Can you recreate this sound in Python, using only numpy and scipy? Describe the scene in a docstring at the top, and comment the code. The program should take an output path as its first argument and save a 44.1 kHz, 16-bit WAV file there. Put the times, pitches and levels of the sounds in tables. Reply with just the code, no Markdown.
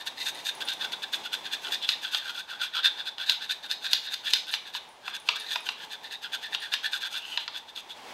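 """A workshop, with a stereo camera microphone close to a cast engine block.
A hand chisel scrapes old gasket off the block in quick to-and-fro strokes: the edge sticks and slips,
ringing the blade. Now and then it jumps and knocks on the casting, and chips tinkle.
A sleeve rustles with the work; behind it lie the hush of the shop and a short reverberation."""
import sys
import numpy as np
from scipy import signal
from scipy.fft import rfft, irfft, next_fast_len
from scipy.io import wavfile
from scipy.ndimage import uniform_filter1d

SR = 44100
rng = np.random.default_rng(int(sys.argv[2]) if len(sys.argv) > 2 else 0)


def master(y):
    """Save y as 16-bit WAV."""
    cut = np.clip(np.atleast_2d(y).T, -1, 1)
    pcm = np.round(cut * 32767)  # scale
    wavfile.write(sys.argv[1], SR, pcm.astype(np.int16))


N = 358797
TIME = np.arange(N) / SR

# Colours of the room tone and the cloth. Each row: frequency in Hz, relative level in dB.
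SHOP_COLOUR = [(30, -15), (52, -12.5), (220, -10.5), (320, -12.5), (690, -2.5), (860, 5.5), (1200, -9),
               (3000, -20), (15000, -47)]
CLOTH_COLOUR = [(40, -31), (230, -8.5), (650, -5), (870, 2), (1250, -8.5), (3300, -8.5), (15000, -33)]
# Colours of a knock's dull and sharp parts, then of a scrape's coarse and fine parts. Rows as above.
THUD_COLOUR = [(250, -44), (600, -11.5), (950, 8), (1400, 3), (2400, -52)]
CRACK_COLOUR = [(60, -18), (450, 2), (1200, -5), (4200, 11), (9700, -1.5), (12300, 5.5), (15500, -12)]
RASP_COLOUR = [(250, -49.5), (1900, -4), (2500, 10.5), (4200, 9), (5200, 0.5), (9000, -25.5)]
HISS_COLOUR = [(3500, -20), (6400, 5.5), (7300, -3.5), (8300, -0.5), (10200, -12), (12200, -1.5),
               (15500, -28)]
# Modes of a chip and of the block. Each row: frequency in Hz, relative level in dB, T60 in seconds.
CHIP_MODES = [(9450, 6, 0.57), (9460, 17, 0.026), (10300, 12, 0.059), (11700, -10, .12)]
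CASTING_MODES = [(1420, -6, 0.045), (3480, 5, 0.19), (3760, 11, 0.16), (4460, -40, 0.11)]
# The arm's movement. Each row: time in seconds, sleeve level in dB.
SLEEVE_LEVELS = [(0, -46.5), (1.72, -46.5), (2.1, -53.5), (4.4, -53), (4.92, -54.5), (5.3, -52.5),
                 (6.1, -52), (7.7, -55), (7.95, -50), (8.14, -42)]
# Hard bits landing. Each row: start in seconds, relative peak level in dB.
CHIP_LANDINGS = [(.0583, -49), (.3486, -41), (.5511, -42), (.6526, -40), (4.5121, -42), (4.8888, -53),
                 (5.1996, -47), (5.3996, -39), (5.6052, -47), (6.6024, -45)]
# The edge hits the casting. Each row: start in seconds, clack level in dB,
# hardness from 0 (cushioned by gasket) to 1 (bare steel).
EDGE_KNOCKS = [(0.6865, -29.5, 0.62), (0.9215, -36, 0.52), (1.7451, -30, 0.98), (1.8275, -36, 1),
               (1.8901, -18.5, 0.63), (2.1472, -22.5, 0.49), (3.1825, -34, .4), (3.296, -16.5, 0.92),
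               (3.7129, -26, .85), (3.9322, -14.5, 0.95), (4.1404, -26.5, 1), (4.335, -14.5, 0.96),
               (4.5388, -22.5, 0.57), (4.7498, -31, 0.16), (5.079, -31, 0.045), (5.2885, -17.5, .25),
               (5.558, -25.5, .1), (5.689, -25, 0.32), (6.5482, -24, 0.48), (6.7382, -21.5, 0.58),
               (7.3747, -23.5, 0.37), (7.4788, -30.5, 0.19)]
# The grip shifts the blade's lower bending resonance (flex); the edge's angle sets its ring.
# Each row: time in seconds, base frequency in Hz.
FLEX_PITCH = [(0.0, 1820), (0.8, 1580), (1.7, 1710), (2.6, 1536), (4.4, 1610), (6.0, 1730), (7.2, 1610)]
RING_PITCH = [(0.02, 3700), (0.83, 3450), (3.22, 3450), (3.3, 3650), (4.13, 3660), (4.27, 3350.0),
              (4.35, 3700), (5.29, 3340), (5.4, 3660), (5.68, 3200), (6.13, 3670.0), (6.24, 3410),
              (7.03, 3455), (7.91, 3490)]
# Tone along the seam. Each row: time in seconds, flex and grit levels in dB against the ring.
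SEAM_TONE = [(0.02, -9, -10), (0.38, -9.5, -6), (0.7, -11, -13), (1.74, -10.5, -11), (1.84, -23, -21),
             (1.91, -12, -12), (2.52, -4, -10.5), (2.86, -11, -19.5), (3.65, -10, -11.5),
             (4.35, -12, -13.0), (5.15, -7, -9), (5.29, -14, -14), (5.36, -10, -10.5), (6.95, -4.5, -11.5),
             (7.03, -8, -11.5), (7.91, -18.5, -12.5)]
# The edge is driven into the gasket, then drawn back over the metal.
# Each row: mid-stroke time in seconds, length in seconds, relative level in dB.
PUSH_STROKES = [(0.075, 0.023, -32.5), (0.275, 0.042, -31.5), (0.476, 0.05, -31.5), (0.703, 0.062, -32.0),
                (0.932, 0.027, -33.5), (1.145, 0.032, -29.0), (1.343, 0.043, -30.5), (1.536, 0.046, -31.5),
                (1.738, 0.048, -30.5), (1.913, 0.07, -32.5), (2.154, 0.078, -32), (2.386, 0.071, -38.5),
                (2.638, 0.06, -30.5), (2.86, 0.044, -19.5), (3.075, 0.035, -32.5), (3.304, 0.065, -29.5),
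                (3.514, 0.041, -29), (3.72, 0.04, -32.5), (3.932, 0.072, -32.5), (4.134, 0.038, -33.0),
                (4.351, 0.076, -31.5), (4.544, 0.038, -32), (4.759, 0.043, -36.0), (5.152, 0.032, -36.5),
                (5.363, 0.014, -35.5), (5.531, 0.09, -34.5), (5.683, 0.075, -39), (5.93, 0.047, -39),
                (6.134, 0.045, -38), (6.342, 0.036, -32), (6.54, 0.036, -35), (6.738, 0.038, -31.0),
                (6.947, 0.052, -33), (7.152, 0.068, -34.5), (7.779, 0.044, -37.5)]
PULL_STROKES = [(0.015, 0.038, -43), (0.206, 0.059, -36.0), (0.385, 0.088, -46), (0.618, 0.024, -32.5),
                (0.832, 0.058, -32.5), (1.035, 0.029, -33.5), (1.257, 0.039, -36.5), (1.464, 0.049, -38.5),
                (1.657, 0.058, -36), (1.838, 0.038, -30), (2.053, 0.066, -35), (2.278, 0.087, -37.5),
                (2.525, 0.075, -42), (2.773, 0.06, -28.5), (2.996, 0.052, -36.5), (3.219, 0.056, -34.5),
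                (3.433, 0.054, -37.0), (3.649, 0.04, -40.5), (3.855, 0.057, -33.5), (4.065, 0.063, -38.5),
                (4.273, 0.051, -30.5), (4.488, 0.039, -37.0), (4.682, 0.049, -43.5), (5.075, 0.079, -44),
                (5.289, 0.058, -37.5), (5.402, 0.13, -42.5), (5.818, 0.08, -44), (6.056, 0.045, -43.5),
                (6.245, 0.048, -39), (6.45, 0.053, -39.5), (6.645, 0.067, -39.5), (6.856, 0.041, -31.5),
                (7.026, 0.031, -34.5), (7.062, 0.031, -34.5), (7.563, 0.059, -38), (7.693, 0.044, -47.5),
                (7.913, 0.039, -41)]
# Each direction gives: share of the length spent swelling, ring pitch factor, flex and grit offsets in dB.
PUSH_FEEL = (0.52, 1.01, -0.85, 0.55)
PULL_FEEL = (0.51, 0.989, 1.8, -1.4)


def undb(db):
    """Decibels to gain."""
    return 10 ** (np.asarray(db) / 20)


def unit(x):
    """Scale to rms 1."""
    return x / np.sqrt(np.mean(x ** 2))


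def match_energy(x, shape):
    """Give x the energy of shape."""
    return x * np.sqrt(np.sum(shape ** 2) / np.sum(x ** 2))


def add(track, s, x):
    """Mix x into the track from s seconds on."""
    i = int(round(s * SR))
    a, b = max(i, 0), min(i + len(x), N)
    if b > a:
        track[a:b] += x[a - i:b - i]


def through(x, ir):
    """Pass x through an impulse response."""
    return signal.fftconvolve(x, ir)[:len(x)]


def colour(x, points, size=1024):
    """Filter x by a minimum-phase (Hz, dB) curve that falls 12 dB an octave past its ends."""
    hz, db = np.transpose(points)
    f = np.maximum(np.arange(size // 2 + 1) * SR / size, 20)
    octaves_outside = np.maximum(np.log2(hz[0] / f), 0) + np.maximum(np.log2(f / hz[-1]), 0)
    curve_db = np.interp(np.log(f), np.log(hz), db) - 12 * octaves_outside
    cepstrum = irfft(np.log(undb(curve_db)))
    cepstrum[1:size // 2] *= 2
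    cepstrum[size // 2 + 1:] = 0
    return through(x, irfft(np.exp(rfft(cepstrum))))


def band(x, kind, hz, order=2):
    """Low-pass or high-pass x."""
    return signal.sosfilt(signal.butter(order, hz, kind, fs=SR, output="sos"), x)


def resonate(x, hz, width_hz):
    """One resonance, gain 1 at its centre."""
    return signal.lfilter(*signal.iirpeak(hz, hz / width_hz, fs=SR), x)


def decay(t, t60):
    """Fall by 60 dB in t60 seconds."""
    return np.exp(-np.log(1000) * t / t60)


def ringing(modes, length=SR // 3):
    """Impulse response of a set of modes."""
    t = TIME[:length]
    return sum(undb(db) * np.sin(2 * np.pi * hz * t) * decay(t, t60) for hz, db, t60 in modes)


def drift(turns_per_s):
    """A slow random wobble of rms 1."""
    k = int(SR / turns_per_s)
    steps = np.repeat(rng.standard_normal(N // k + 1), k)
    return unit(uniform_filter1d(steps, k)[:N])


def shop_air(level_db=-58):
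    """Room tone: the steady hush of the workshop."""
    return undb(level_db) * unit(colour(rng.standard_normal(N), SHOP_COLOUR, size=8192))


def reflections(t60, treble_t60, delay_s):
    """Dense echoes of unit energy that build up after a delay and lose their treble first."""
    t, noise = TIME[:SR], rng.standard_normal(SR)
    low = band(noise, "low", 6000) * decay(t, t60)
    high = band(noise, "high", 8000) * decay(t, treble_t60)
    build_up = 1 - np.exp(-(t / delay_s) ** 2)
    return match_energy((low - 0.57 * high) * build_up, np.ones(1))


def sleeve(flutter_db=1.65):
    """Cloth rubbing on cloth, fluttering with the arm."""
    cloth = unit(colour(rng.standard_normal(N), CLOTH_COLOUR, size=4096))
    return cloth * undb(np.interp(TIME, *np.transpose(SLEEVE_LEVELS)) + flutter_db * drift(22))


def chips(tick_gain=9, trim_db=5):
    """Chips land with a bright tick and a thin ring; each landing favours other modes."""
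    out = np.zeros(N)
    for s, db in CHIP_LANDINGS:
        ring = ringing([(hz, mode_db + 3 * rng.standard_normal(), t60) for hz, mode_db, t60 in CHIP_MODES])
        burst = rng.standard_normal(len(ring)) * np.exp(-TIME[:len(ring)] / 0.0018)
        tinkle = ring + tick_gain * resonate(burst, hz=7700, width_hz=7300)
        add(out, s, undb(db + trim_db) * tinkle / np.abs(tinkle).max())
    return out


def knocking(chatter=0.17, chatter_s=0.0033, clack_width_hz=2100,
             plate_hz=436, plate_db=-35, plate_t60=9.0):
    """The edge jumps onto the casting: one sharp blow, then brief chatter as it settles."""
    out, t = np.zeros(N), TIME[:SR // 25]
    contact = np.ones(int(.006 * SR))  # each part has the energy of 6 ms at its level
    thuds = []
    for s, clack_db, hardness in EDGE_KNOCKS:
        blow = chatter * rng.standard_normal(len(t)) * np.exp(-t / chatter_s)
        blow[0] += 1
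        # a cushioned blow has more thud, less crack and clacks lower
        thud_db = clack_db + np.interp(hardness, (0, 1), (-3, -27.5))
        crack_db = clack_db + np.interp(hardness, (0, 1), (-34, -12))
        clack_hz = np.interp(hardness, (0, 1), (3000, 3950))
        clack = resonate(resonate(blow, clack_hz, clack_width_hz), clack_hz, clack_width_hz)
        parts = [(colour(blow, THUD_COLOUR), thud_db),
                 (band(clack, "low", 6000, order=4), clack_db),
                 (colour(blow, CRACK_COLOUR), crack_db)]
        add(out, s, sum(undb(db) * match_energy(x, contact) for x, db in parts))
        thuds.append((thud_db, s))
    # the heaviest thud leaves the steel front plate singing faintly
    thud_db, s = max(thuds)
    add(out, s, ringing([(plate_hz, thud_db + plate_db, plate_t60)], N))
    return out


def stick_slip(slips_per_s, scatter_db, grinding, patchy_db, count=16000):
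    """Friction force: sudden releases at uneven gaps over a fine grinding, as patchy as the residue."""
    gaps = rng.gamma(2, .5, count)
    sizes = undb(scatter_db * np.clip(rng.standard_normal(count), -2, 2))
    at = (np.cumsum(gaps) * SR / slips_per_s).astype(int)
    slips = np.bincount(at[at < N], sizes[at < N], N)
    force = unit(slips - slips.mean()) + grinding * rng.standard_normal(N)
    return force * undb(patchy_db * drift(70))


def blade_mode(force, hz, width_hz, skirt_hz):
    """A steep-skirted resonance of the blade whose centre moves from sample to sample."""
    turn = np.exp(2j * np.pi * np.cumsum(hz) / SR)
    baseband = band(force, "high", 800) * turn.conj()  # a thin blade radiates no bass
    for width in (width_hz, skirt_hz):
        baseband = signal.lfilter([1], [1, -np.exp(-np.pi * width / SR)], baseband)
    return (baseband * turn).real


def strokes(drag_at_s=7.335, drag_s=0.23, drag_hz=3050, drag_hz_per_s=1400, drag_db=-39.5):
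    """Each stroke's timing, pitch and levels: pushes are grittier, pulls flex the blade more."""
    seam_s, seam_flex, seam_grit = np.transpose(SEAM_TONE)
    for table, feel in ((PUSH_STROKES, PUSH_FEEL), (PULL_STROKES, PULL_FEEL)):
        swell, stiffen, flex_offset, grit_offset = feel
        for mid_s, length, db in table:
            rise = length * swell
            peak_s = mid_s - length / 2 + rise
            ring_hz = stiffen * np.interp(mid_s, *np.transpose(RING_PITCH))
            flex_db = db + flex_offset + np.interp(mid_s, seam_s, seam_flex)
            grit_db = db + grit_offset + np.interp(mid_s, seam_s, seam_grit)
            yield peak_s, rise, length - rise, ring_hz, 0, db, flex_db, grit_db
    # one long, light drag near the end, whose ring climbs as the tool tilts
    yield drag_at_s, drag_s / 2, drag_s / 2, drag_hz, drag_hz_per_s, drag_db, drag_db - 15.5, drag_db - 14


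def scraping(ring_wander=0.021, flex_wander=0.066, abrupt_start=2.46, abrupt_stop=2.12,
             ring_trim_db=-0.2, flex_trim_db=1.36, rasp_trim_db=2.0):
    """The chisel, close up: friction swells and stops with each stroke, driving two blade resonances."""
    # steel catching on iron, and dry gasket breaking up
    friction = stick_slip(slips_per_s=480, scatter_db=3.0, grinding=0.49, patchy_db=2.5)
    crumble = stick_slip(slips_per_s=650, scatter_db=4.5, grinding=1.0, patchy_db=3.3)
    rasp = colour(friction + crumble, RASP_COLOUR)
    hiss = colour(crumble, HISS_COLOUR)
    usual_hz = np.mean(np.array(RING_PITCH)[:, 1])
    rocking = drift(35)  # the edge rocks as it travels
    out = np.zeros(N)
    for peak_s, rise, fall, ring_hz, glide_hz_per_s, ring_db, flex_db, grit_db in strokes():
        span = slice(max(int((peak_s - 2 * rise) * SR), 0), int((peak_s + 2 * fall + .01) * SR))
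        t = TIME[span] - peak_s
        from_peak = np.abs(t / np.where(t < 0, rise, fall))
        pressure = np.exp(-from_peak ** np.where(t < 0, abrupt_start, abrupt_stop))
        force = friction[span] * pressure
        ring_path = (ring_hz + glide_hz_per_s * t) * (1 + ring_wander * rocking[span])
        # a stiffer contact lifts both resonances together
        flex_hz = np.interp(peak_s, *np.transpose(FLEX_PITCH)) * np.sqrt(ring_hz / usual_hz)
        flex_path = flex_hz * (1 + flex_wander * rocking[span])
        # the broad rasp grows with both the bite of the blade and the grit under it
        rasp_db = np.mean([ring_db, flex_db, grit_db])
        parts = [(blade_mode(force, ring_path, width_hz=240, skirt_hz=1200), ring_db + ring_trim_db),
                 (blade_mode(force, flex_path, width_hz=160, skirt_hz=600), flex_db + flex_trim_db),
                 (rasp[span] * pressure, rasp_db + rasp_trim_db),
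                 (hiss[span] * pressure, grit_db)]
        out[span] += sum(undb(db) * match_energy(x, pressure) for x, db in parts)
    return out


def scene(casting_db=-17, near_db=-11, scrape_room_db=-13.5, knock_room_db=-9.0,
          side_db=-21, treble_width_db=-18):
    """Tool and casting near the microphone; knocks shake the whole block and so fill the shop more."""
    scrapes, knocks, tinkles = scraping(), knocking(), chips()
    background = sleeve() + shop_air()
    contact = scrapes + knocks
    casting = undb(casting_db) * match_energy(through(contact, ringing(CASTING_MODES)), contact)
    off_engine = through(contact, reflections(t60=0.028, treble_t60=0.0058, delay_s=0.00029))
    send = undb(scrape_room_db) * (scrapes + casting + tinkles) + undb(knock_room_db) * knocks
    room, room_side = (through(send, reflections(t60=0.38, treble_t60=0.34, delay_s=0.008))
                       for _ in range(2))
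    mid = contact + tinkles + casting + undb(near_db) * off_engine + room + background
    side = undb(side_db) * (room_side + sleeve() + shop_air())
    # a faint phase-shifted copy of the treble slightly widens the stereo image
    treble = signal.sosfiltfilt(signal.butter(2, 5200, "high", fs=SR, output="sos"), mid)
    side += undb(treble_width_db) * signal.hilbert(treble, next_fast_len(N)).imag[:N]
    return np.array([mid + side, mid - side])


def record(dry):
    """The recorder flattens the sharpest peaks and cuts the top."""
    ceiling, top_hz = .58, 15800
    held = dry / (1 + (dry / ceiling) ** 4) ** (1 / 4)
    return signal.sosfilt(signal.ellip(10, .2, 70, top_hz, fs=SR, output="sos"), held)


dry = scene()
out = record(dry)
master(out)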